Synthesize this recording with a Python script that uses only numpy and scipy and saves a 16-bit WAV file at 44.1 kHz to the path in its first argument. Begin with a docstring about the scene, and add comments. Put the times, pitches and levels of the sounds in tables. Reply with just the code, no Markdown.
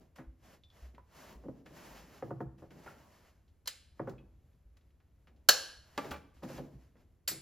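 """Fitting spark plug boots in a garage

Close to an open engine bay, on a stereo microphone whose two ports shift the treble in phase.
Hands push rubber boots onto the plugs: metal clips snap home, cracking through the hollow boots,
and the garage walls ring after each snap. Leads and knuckles knock on the bodywork, small parts tick,
and a sleeve and hands rustle over low, dull thumps like footsteps."""
import sys
import numpy as np
from scipy import signal
from scipy.fft import rfft, irfft
from scipy.io import wavfile
from scipy.ndimage import uniform_filter1d

SR = 44100
rng = np.random.default_rng(int(sys.argv[2]) if len(sys.argv) > 2 else 0)


def persist_wave(psi):
    """Save psi, clipped to +-1, as 16-bit WAV."""
    counts = np.round(np.clip(psi, -1, 1) * 32767).astype(np.int16)
    wavfile.write(sys.argv[1], SR, np.atleast_2d(counts).T)


N = 326781

# A clip jumps over its terminal in several jolts: (time [s], peak [dB], tilt [dB/octave],
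# rattle length [ms], ring over crack [dB], air column in the boot [Hz])
CLIP_JOLTS = [(3.658, -43.5, 0, 38, -8, 1024), (3.6739, -26.5, 4, 3.4, -16, 1030),
              (3.6760, -22, 2.5, 3.2, -9, 1030), (3.6790, -27.5, 4, 9, -11, 1015),
              (5.4883, -5, -1.5, 0.84, -5, 1480), (5.4890, -4.5, 7, 3.3, -32, 1480),
              (5.4899, 1, 3, 3, 1, 1480), (5.4929, -1, 2, 2.6, 2, 1480), (5.498, -18.5, 0, 3.7, 3, 1480),
              (5.5073, -24, 8, 3.4, 4.5, 1480), (7.2762, -30, -1, 3, -9, 2400),
              (7.2777, -19, 5, 9, -1, 2360), (7.2843, -29, 5, 4.9, -3, 2424),
              (7.293, -34, 6, 58, -24, 2370), (7.313, -34, 1, 27, -16, 2000)]
# Modes of plug, clip and boot, damped by the rubber: (frequency [Hz], level [dB], t60 [ms])
PLUG_MODES = [(475, -12, 13), (560, -3, 20), (730, -5, 20), (1540, -5.5, 18), (1640, -12, 60),
              (2860, -8.5, 11), (3160, -7.5, 14), (3850, -3.5, 19), (4320, 1, 19), (4500, -1.5, 12),
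              (5560, -7, 17), (6300, -5.5, 10), (7300, -8, 7), (11240, -12.5, 4.8), (13170, -14, 4.7)]
# Spectrum of the crack: (frequency [Hz], level [dB])
CRACK_SPECTRUM = [(250, -24), (420, -12.5), (800, 0), (1650, 0.5), (2300, -4.5), (3000, -2.5), (4600, 4),
                  (7000, -3), (9500, -4), (11500, -3.5), (14000, -17.5), (16500, -23.5)]


def clip_snaps():
    """Each jolt is a short rattle that cracks and rings plug and clip; no bass leaves parts so small."""
    out = np.zeros(N)
    modes = [(hz, db, t60_ms / 1000) for hz, db, t60_ms in PLUG_MODES]
    for start, db, tilt_db, rattle_ms, ring_db, boot_hz in CLIP_JOLTS:
        blow = burst([(250, -4 * tilt_db), (16000, 2 * tilt_db)], rattle_ms / 8)
        crack = burst(tilted(CRACK_SPECTRUM, tilt_db, pivot_hz=4000), rattle_ms / 2, rise_ms=0.25)
        plug = undb(ring_db) * unit(ring(blow, modes))
        add(out, start, plug + unit(hollow_boot(crack, boot_hz)), db)
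    return highpass(out, order=4, hz=350)


def hollow_boot(crack, boot_hz, returned=0.47):
    """The crack runs to and fro in the boot's air column, duller on each round."""
    loop = np.zeros(round(SR / boot_hz) + 3)
    loop[0] = 1
    loop[-5:] = -returned * np.array([1, 2, 3, 2, 1]) / 9
    return signal.lfilter([1], loop, crack)


# Metal set ringing by a snap: (time [s], peak [dB], touched after [s],
# modes as (frequency [Hz], level [dB], t60 [s]))
METAL_RINGS = [(3.6745, -31, .066, [(2130, -2, .05), (3120, -3, .05), (4110, 0, .09), (4900, 1, .04),
               (6270, -5, .04), (11800, -10, .03), (13500, -8, .06)]),
               (7.279, -25, 0.044, [(4600, -5, 0.14), (4760, -14, 0.094), (5432, -4, .18), (6400, -10, .06),
               (7300, -4, 0.15), (9700, -8, 0.06), (12364, -2, 0.17), (13493, -4, 0.35)])]


def metal_rings():
    """Thin, high modes ring on after a snap and drop 14 dB when the piece is touched."""
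    out, t = np.zeros(N), np.arange(8192) / SR
    impulse = 1. * (t == 0)
    for start, db, touched, modes in METAL_RINGS:
        damping = undb(-14 * np.clip((t - touched) / .006, 0, 1))
        add(out, start, ring(impulse, modes) * damping, db)
    return out


# Clicks the snaps send round the garage: (time [s], peak [dB], spectrum as (frequency [Hz], level [dB]))
WALL_CLICKS = [(3.678, -10.5, [(300, -25), (500, -12), (1000, -20), (1700, -9.5), (2130, -11), (2600, -10),
               (3100, -5.5), (3600, -11), (4150, -3), (4500, -12), (4880, -4.5), (5500, -13), (6500, -10.5),
               (8500, -8.5), (11000, -19.5), (13500, -19.5), (16000, -35)]), (5.4902, 11.5, [(250, -28),
               (350, -18), (520, -5), (760, -11), (1000, -15), (1480, -9), (1640, 0), (1800, -12.5),
               (2250, -21.5), (3030, -5.5), (3500, -16.5), (4300, -0.5), (4850, -10), (5400, -6.5),
               (5800, -7.5), (7200, -10.5), (9000, -17.5), (11200, -17), (14000, -21), (16000, -31)]),
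               (7.281, -2, [(300, -12), (1000, -13.5), (2000, -5.5), (3200, -10), (4700, -2), (6200, -10),
               (8000, 2.5), (11000, -10), (13500, -18), (16000, -28)])]


def snaps_to_walls(size=1024):
    """The jolts of a snap blend into one resonant click that reaches the microphone only as echo."""
    out = np.zeros(N)
    impulse = signal.unit_impulse(size, "mid")
    for centre, db, spectrum in WALL_CLICKS:
        add(out, centre - size / 2 / SR, colour(impulse, spectrum) * np.hanning(size), db)
    return out


# Blows near the microphone: (time [s], ring peak [dB], push [ms], scuff over ring [dB],
# scuff decay [ms], scuff tilt [dB/octave])
PANEL_KNOCKS = [(0.98, -61.5, 1.3, 11.5, 9.1, 1), (2.224, -33.5, 0.76, 1, 5.5, -4.5),
                (2.307, -30.5, 0.74, -11, 10.5, -5), (2.405, -29.5, 0.57, -4, 6, -6),
                (2.622, -48, 0.7, 2.5, 21, -7), (2.861, -47, 1.1, 2.5, 53, 2.5),
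                (3.995, -29.5, 0.6, -4.5, 16, -6), (4.073, -31.5, 0.82, -4.5, 21, -4.5),
                (6.045, -40, 0.83, -2, 38, 2), (7.313, -46.5, 0.98, 3.5, 38, -12),
                (7.349, -49.5, 2.6, -9, 12, 7)]  # leads and knuckles on a body panel
WING_BUMPS = [(0.185, -40, 2.56, -5, 24, 0.5), (1.438, -47, 1.1, 0, 17, -7.5),
              (1.456, -38, 1.9, -2, 9.8, -13), (1.485, -35, 1.7, 1.5, 9.4, -11.5),
              (6.424, -39, 2.34, -4, 16, -4), (6.436, -39.5, 2.3, 1, 12, 0),
              (6.452, -40.5, 2.6, -9.5, 15, -4), (6.501, -41.5, 2.3, 6, 11, -8),
              (6.53, -39, 3.5, -16, 16.4, -12), (6.581, -39, 1.64, 1, 12, -5.5),
              (6.594, -33, 1.5, -14, 13, -17), (6.742, -43.5, 5.5, -33, 15, -22),
              (6.955, -56.5, 2.1, -8, 11, 1)]  # hand and leads, heavier, on the inner wing
COVER_CLACKS = [(5.978, -24.5, .35, -3.5, 10.5, 1.3), (6.114, -33, 0.26, -0.5, 13, 4.4),
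                (6.128, -41, 0.25, -6, 7.2, 2.7), (6.14, -39, 0.19, -5, 7.2, 2)]  # a hard boot end on a cover
# Modes of the three struck sheets: (frequency [Hz], level [dB], t60 [s])
PANEL_MODES = [(136, -5, 0.24), (120, -8, .25), (165, -9, 0.2), (194, -10, 0.2), (231.6, -10, 0.12),
               (327.6, -6, 0.15), (387.4, -0.5, 0.08), (524, -3, 0.061), (672, -11, 0.054),
               (712, -5.5, 0.065), (882, -7.5, 0.083), (1250, -8.5, 0.032), (1480, 2, 0.012),
               (1866, -2.5, 0.0081)]
WING_MODES = [(144.2, -1.5, 0.12), (257, 1.5, 0.11), (328, -7.5, 0.24), (407.4, -7, 0.19),
              (523.5, 4, 0.055), (615, -6.5, 0.095), (815, -9, 0.051), (1000, -10, 0.044)]
COVER_MODES = [(285, -4, 0.2), (450, -11.5, 0.19), (586, -9, 0.13), (838, -4.5, 0.093), (1176, -1, 0.086),
               (1352, -7.5, 0.077), (1576, -5, 0.062), (1920, -10, 0.046), (2350, -13, 0.13),
               (2590, -10, 0.052), (2850, -13, 0.054), (3210, -11, 0.076), (3390, -12, .07)]


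def bodywork():
    """Panel, inner wing and cover each answer a blow with their own modes."""
    panel = knocks(PANEL_KNOCKS, PANEL_MODES)
    wing = knocks(WING_BUMPS, WING_MODES)
    cover = knocks(COVER_CLACKS, COVER_MODES)
    return highpass(panel + wing + cover, order=3, hz=105)


# A lead scuffing the sheet: (frequency [Hz], level [dB])
SCUFF_SPECTRUM = [(150, -11), (500, 6.5), (1200, -3), (1900, -6), (2500, -16), (5000, -36), (9000, -32),
                  (15000, -40)]


def knocks(blows, modes, late_cycles=1.319, slap_db=-7):
    """A push slaps and rings a sheet, a softer one fewer of its modes; the lead scuffs after it."""
    out = np.zeros(N)
    for start, db, push_ms, scuff_db, scuff_ms, tilt_db in blows:
        contact = np.hanning(max(int(push_ms * SR / 1000), 3) + 2)
        push = np.pad(contact, (0, 16384 - len(contact)))
        push = push + 0.38 * np.roll(push, int(0.00855 * SR))  # the lead bounces once
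        spot_db = 1.5 * rng.standard_normal(len(modes))  # each spot wakes the modes differently
        sheet = 0
        for (hz, mode_db, t60), offset_db in zip(modes, spot_db):
            late_push = np.roll(push, int(late_cycles * SR / hz))  # low bending waves travel slowly
            sheet += ring(late_push, [(hz, mode_db + offset_db, t60)])
        slap = np.diff(np.convolve(contact, contact), prepend=0)
        scuff = burst(tilted(SCUFF_SPECTRUM, tilt_db, pivot_hz=800), scuff_ms, rise_ms=0.8)
        add(out, start, sheet, db)
        add(out, start, slap, db + slap_db)
        add(out, start, scuff, db + scuff_db)
    return out


# Boots and leads ticking: (time [s], peak [dB], centre [Hz], width [Hz], length [ms])
LEAD_TICKS = [(0.161, -55, 1640, 2490, 16), (0.635, -60, 3850, 1926, 20), (0.701, -65, 3860, 2000, 30),
              (0.948, -56, 2140, 1976, 14), (0.981, -66, 2000, 3000, 16), (1.661, -48.5, 1530, 2450, 15),
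              (2.584, -65, 1470, 2560, 30), (2.706, -52, 1800, 2210, 24), (3.479, -69, 3840, 3020, 28),
              (4.095, -52, 4500, 8900, 11), (4.181, -61, 2650, 1370, 29), (4.531, -76, 3000, 3000, 11),
              (4.77, -63, 2500, 6000, 11), (4.81, -71.5, 3020, 3030, 12), (4.905, -72, 2790, 2520, 9.1),
              (5.002, -65, 1390, 1600, 14), (5.362, -71, 3000, 5000, 40), (5.272, -55, 1613, 2285, 24),
              (5.977, -28.5, 2500, 5870, 7.9), (6.109, -37, 2990, 8080, 22), (6.433, -49.5, 2500, 5960, 20),
              (6.16, -43.5, 1500, 2480, 25), (6.578, -48.5, 2503, 5010, 15), (6.367, -62, 1515, 3970, 28),
              (6.968, -68, 1375, 2496, 17)]


def lead_ticks():
    """Each light contact is a short noise around one resonance with broad skirts."""
    out, grid_hz = np.zeros(N), np.geomspace(200, 16000, num=60)
    for start, db, centre_hz, width_hz, length_ms in LEAD_TICKS:
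        resonance = [(hz, -15 * np.log10(1 + (2 * (hz - centre_hz) / width_hz) ** 2)) for hz in grid_hz]
        add(out, start, burst(resonance, length_ms / 2), db)
    return out


# Small hollow or metal parts touched once: (time [s], peak [dB], frequency [Hz], t60 [s])
PART_TINKS = [(0.636, -55, 3520, 0.1), (0.702, -59, 3420, 0.14), (0.981, -47.5, 986, 0.093),
              (2.867, -45.5, 860, 0.085), (2.877, -43.5, 1394, 0.14), (4.181, -59, 2568, 0.086),
              (4.183, -66.5, 3330, 0.072)]


def part_tinks():
    """Three close modes, struck by a tap of about 1 ms, beat roughly as they fade."""
    out, t = np.zeros(N), np.arange(16384) / SR
    tap = np.pad(np.hanning(40), (0, len(t) - 40))
    for start, db, hz, t60 in PART_TINKS:
        cluster = [(hz, 0, t60), (hz * 1.02, -6, t60 * .6), (hz * .975, -8, t60 * .6)]
        add(out, start, ring(tap * np.cos(2 * np.pi * hz * t), cluster), db)
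    return out


# Low, dull thumps like footsteps: (time [s], peak [dB], frequency [Hz], t60 [s])
LOW_THUMPS = [(0.261, -43, 58.6, 0.2), (0.812, -43, 62.7, 0.51), (1.341, -48.5, 56, 0.57),
              (1.9, -57, 52, 0.88), (2.446, -48, 65.8, 0.33), (3.904, -57, 70, 0.22), (4.119, -53, 52.7, 1),
              (4.642, -51, 55.4, 0.43), (5.759, -52.5, 62.4, 0.34), (6.096, -45.5, 74.4, 0.35),
              (6.347, -53, 68, 0.43), (6.549, -53, 57.9, 0.51), (6.74, -52, 60, 0.51)]


def low_thumps(push_hz=55):
    """A soft push rings one low mode that builds for a cycle or two and dies."""
    out, push = np.zeros(N), np.zeros(SR // 2)
    push[:1300] = np.hanning(1300) * np.sin(2 * np.pi * push_hz * np.arange(1300) / SR)
    for start, db, hz, t60 in LOW_THUMPS:
        add(out, start, ring(push, [(hz, 0, t60)]), db)
    return out


# Drags of the sleeve that sound its hollow body: (time [s], length [s], level [dB])
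SLEEVE_DRAGS = [(1.1, .29, -67), (1.72, .3, -66), (2.08, .1, -68), (2.95, .2, -72)]
# The two resonances of the hollow sleeve: (frequency [Hz], level [dB])
DRAG_SPECTRUM = [(450, -25), (620, -3), (760, -10), (1000, 0), (1150, -6), (1300, -20), (2000, -30)]


def sleeve_drags(ramp_s=.05):
    """A dragging sleeve wakes its hollow body with uneven friction."""
    t, gain = np.arange(N) / SR, 0
    for start, length, db in SLEEVE_DRAGS:
        gain += undb(db) * np.clip(np.minimum(t - start, start + length - t) / ramp_s, 0, 1)
    return gain * noise(DRAG_SPECTRUM, flicker_db=3, rate_hz=40)


# Strokes of sleeve and hands: (time [s], rise [s], hold [s], base fall [s], rustle [dB], rubbing [dB])
HAND_STROKES = [(0.0, 0.0064, 0.013, 0.12, -71.5, -63.5), (0.154, 0.0059, 0.007, 0.12, -62.5, -67),
                (0.38, 0.068, 0.1, 0.094, -65, -66), (0.667, 0.1, 0.089, 0.16, -66.5, -70),
                (0.933, 0.0093, 0.0079, 0.035, -77, -63), (1.05, 0.12, 0.16, 0.1, -59, -63),
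                (1.272, 0.033, 0.31, 0.049, -78, -62.5), (1.644, 0.016, 0.064, 0.21, -68, -59),
                (1.677, 0.089, 0.21, 0.46, -58, -59.5), (2.004, 0.14, 0.04, 0.12, -62.5, -65),
                (2.215, 0.029, 0.06, 0.056, -74, -51), (2.396, 0.011, 0.0055, 0.052, -72, -46.5),
                (2.569, 0.015, 0.017, 0.21, -70.5, -68), (2.692, 0.02, 0.09, 0.058, -66.5, -57.5),
                (2.746, 0.097, 0.089, 0.23, -63, -61.5), (2.939, 0.045, 0.29, 0.21, -68, -73.5),
                (3.465, 0.024, .01, .05, -97, -85), (3.895, 0.093, 0.077, .05, -76.5, -78),
                (4.06, 0.014, 0.022, 0.14, -70.5, -53), (4.762, 0.0077, 0.0072, 0.041, -72.5, -93),
                (5.269, 0.0085, 0.016, 0.3, -91, -69), (5.785, 0.089, 0.16, 0.045, -67, -75.5),
                (5.965, 0.045, 0.099, 0.16, -57.5, -50), (6.326, 0.022, 0.039, 0.18, -71.5, -81),
                (6.416, 0.016, 0.023, 0.13, -59.5, -49.5), (6.447, 0.043, 0.094, 0.056, -55, -59),
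                (6.547, 0.03, 0.071, 0.18, -68.5, -55), (6.671, 0.053, 0.13, 0.19, -76, -83.5),
                (6.92, 0.061, 0.032, 0.17, -79, -72.5)]
# Bright rustle and dull rubbing: (frequency [Hz], level [dB])
RUSTLE_SPECTRUM = [(300, -12), (600, 2), (800, -2), (1020, -1.5), (1350, -3.5), (1850, -3.5), (2400, -7.5),
                   (2950, -7.5), (3600, -12.5), (5200, -11), (9000, -15.5), (12500, -17), (14000, -19),
                   (15800, -34)]
RUBBING_SPECTRUM = [(80, -30), (140, 3), (300, -1), (600, -7.5), (1000, -19.5), (2000, -47.5)]


def sleeve_and_hands():
    """Friction noise follows the strokes; the rubbing lingers longer than the rustle."""
    *_, rustle_db, rubbing_db = np.transpose(HAND_STROKES)
    rustle = noise(RUSTLE_SPECTRUM, flicker_db=1.5, rate_hz=25)
    rubbing = noise(RUBBING_SPECTRUM, flicker_db=0.63, rate_hz=22)
    return (rustle * stroke_gain(rustle_db, idle_db=-91, fall_stretch=0.91)
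            + rubbing * stroke_gain(rubbing_db, idle_db=-80.5, fall_stretch=1.6))


def stroke_gain(levels_db, idle_db, fall_stretch, depth_db=25):
    """Each stroke swells, holds and fades; overlapping strokes add in power."""
    t, power = np.arange(0, N + 64, 64) / SR, undb(idle_db) ** 2
    for (start, rise, hold, fall, *_), db in zip(HAND_STROKES, levels_db):
        before = np.maximum(start + rise - t, 0) / rise
        after = np.maximum(t - start - rise - hold, 0) / (fall * fall_stretch)
        power += undb(db - depth_db * (before + after)) ** 2
    return np.interp(np.arange(N) / SR, t, np.sqrt(power))


# Decay of the garage: (frequency [Hz], t60 [s])
GARAGE_DECAY = [(125, 1), (500, 0.52), (1600, 0.59), (3000, 0.6), (5000, 0.54), (7500, 0.42), (9500, 0.68),
                (11500, 0.37), (14000, 0.26), (16000, 0.37)]


def garage_echo(x, level_db=-5, bay_db=11.5, bay_ms=16, size=40000):
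    """The walls return two unrelated tails, longest in the bass; the engine bay adds early echoes."""
    t, hz = np.arange(size) / SR, np.fft.rfftfreq(size, 1 / SR)
    white = rfft(rng.standard_normal((2, size)))
    decay_hz, decay_s = np.transpose(GARAGE_DECAY)
    tails = 0
    for centre in 80 * 2 ** (np.arange(25) / 3):  # third-octave bands
        band = np.clip(1 - 3 * np.abs(np.log2((hz + 1) / centre)), 0, 1)
        t60 = np.interp(np.log(centre), np.log(decay_hz), decay_s)
        tails += irfft(white * band, size) * undb(-60 * t / t60)
    tails *= 1 + undb(bay_db) * np.exp(-t * 1000 / bay_ms)
    tails *= np.clip(t / 0.0045, 0, 1)
    tails /= np.sqrt(np.sum(tails ** 2) / 2)
    return undb(level_db) * signal.fftconvolve(x[None], tails, axes=1)[:, :N]


# Low rumble and faint air of the garage: (frequency [Hz], level [dB])
RUMBLE_SPECTRUM = [(22, -45), (38, -2), (53, 12), (70, 12), (100, 5), (160, -49.5)]
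AIR_SPECTRUM = [(30, -9.5), (80, 3), (200, -14), (450, -25), (900, -31), (2000, -34.5), (5000, -43),
                (9000, -40.5), (12500, -40.5), (14000, -51.5), (16000, -59.5)]


def room_tone():
    """Rumble and air lie behind the work, wavering slightly in level."""
    rumble = undb(-68.5) * noise(RUMBLE_SPECTRUM, flicker_db=0.39, rate_hz=1.7)
    air = undb(-69) * noise(AIR_SPECTRUM, flicker_db=1.4, rate_hz=12)
    return rumble + air


def undb(db):
    """Gain of a level in dB."""
    return 10 ** (np.asarray(db) / 20)


def unit(x):
    """Scale to rms 1."""
    return x / np.sqrt(np.mean(x ** 2))


def highpass(x, order, hz):
    """Roll off the bass below hz."""
    return signal.sosfilt(signal.butter(order, hz, "high", fs=SR, output="sos"), x)


def tilted(spectrum, db_per_octave, pivot_hz):
    """Tilt a spectrum about a pivot."""
    return [(hz, db + db_per_octave * np.log2(hz / pivot_hz)) for hz, db in spectrum]


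def colour(x, spectrum):
    """Filter x by a spectrum of (frequency [Hz], level [dB]) points."""
    hz = np.fft.rfftfreq(x.shape[-1], 1 / SR)
    point_hz, point_db = np.transpose(spectrum)
    gain = undb(np.interp(np.log(hz + 1), np.log(point_hz), point_db))
    return irfft(rfft(x) * gain, x.shape[-1])


def noise(spectrum, flicker_db, rate_hz):
    """Coloured noise whose level flickers at random."""
    hold = int(SR / rate_hz)
    steps = np.repeat(rng.standard_normal(N // hold + 1), hold)
    flicker = undb(flicker_db * uniform_filter1d(steps, hold)[:N])
    return unit(colour(rng.standard_normal(N), spectrum) * flicker)


def ring(x, modes):
    """Sum of decaying modes excited by x."""
    out = np.zeros(len(x))
    for hz, db, t60 in modes:
        pole = np.exp(2j * np.pi * hz / SR - np.log(1000) / (t60 * SR))
        out += undb(db) * signal.lfilter([1], [1, -pole], x).imag
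    return out


def burst(spectrum, decay_ms, rise_ms=0.06, size=8192):
    """Noise that rises quickly and fades, evened out to the given spectrum."""
    t_ms = np.arange(size) * 1000 / SR
    half_fade = np.exp(-t_ms / (2 * decay_ms))  # applied before and after colouring
    bins = rfft(rng.standard_normal(size) * half_fade)
    even = irfft(bins / uniform_filter1d(np.abs(bins), size=24), size)
    return unit(colour(even, spectrum) * half_fade * np.clip(t_ms / rise_ms, 0, 1))


def add(track, start, x, peak_db):
    """Mix x in at start [s] with the given peak."""
    i = int(start * SR)
    x = x[:N - i]
    track[i:i + len(x)] += x * undb(peak_db) / np.abs(x).max()


# Stereo width of echo, rustle and room tone in each band: (frequency [Hz], side level [dB])
STEREO_WIDTH = [(60, -17), (250, -13), (600, -6.5), (1100, -5), (1600, -24), (2400, -33.5), (3000, -15),
                (7900, -6), (8400, -23), (9300, -11), (10000, -3), (12300, -15), (13000, -38)]


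def scene():
    """Hits sit in the middle; echo, rustle and room tone spread left and right in some bands."""
    sheets = bodywork()
    small_parts = lead_ticks() + part_tinks() + sleeve_drags()
    rings = metal_rings()
    # Knocks close to the microphone and thin high rings raise less echo.
    to_walls = undb(-1) * sheets + small_parts + undb(-10.5) * rings + snaps_to_walls()
    mid, side = garage_echo(to_walls) + [sleeve_and_hands() + room_tone() for _ in range(2)]
    mid += sheets + small_parts + rings + clip_snaps() + low_thumps()
    side = colour(side, STEREO_WIDTH)
    return np.array([mid + side, mid - side])


# Phase between the microphone ports: (frequency [Hz], lead of left over right [rad])
PORT_PHASE = [(0, 0), (2500, 0), (3000, .5), (5250, .5), (5770, -1.55), (6700, -.75), (7240, -1.3),
              (7580, -2.4), (7950, -2.6), (8250, -np.pi), (9500, -np.pi), (12100, -5.4),
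              (12800, -2 * np.pi)]


def record(dry, top_hz=16400):
    """The ports turn left and right against each other in phase; peaks are rounded, the top is cut."""
    hz = np.fft.rfftfreq(N, 1 / SR)
    phase = uniform_filter1d(np.interp(hz, *np.transpose(PORT_PHASE)), size=2500)
    turn = np.exp(.5j * phase * np.array([[1], [-1]]))
    rounded = np.tanh(irfft(rfft(dry) * turn, N))
    return signal.sosfilt(signal.ellip(12, .2, 100, top_hz, fs=SR, output="sos"), rounded)


dry = scene()
out = record(dry)
persist_wave(out)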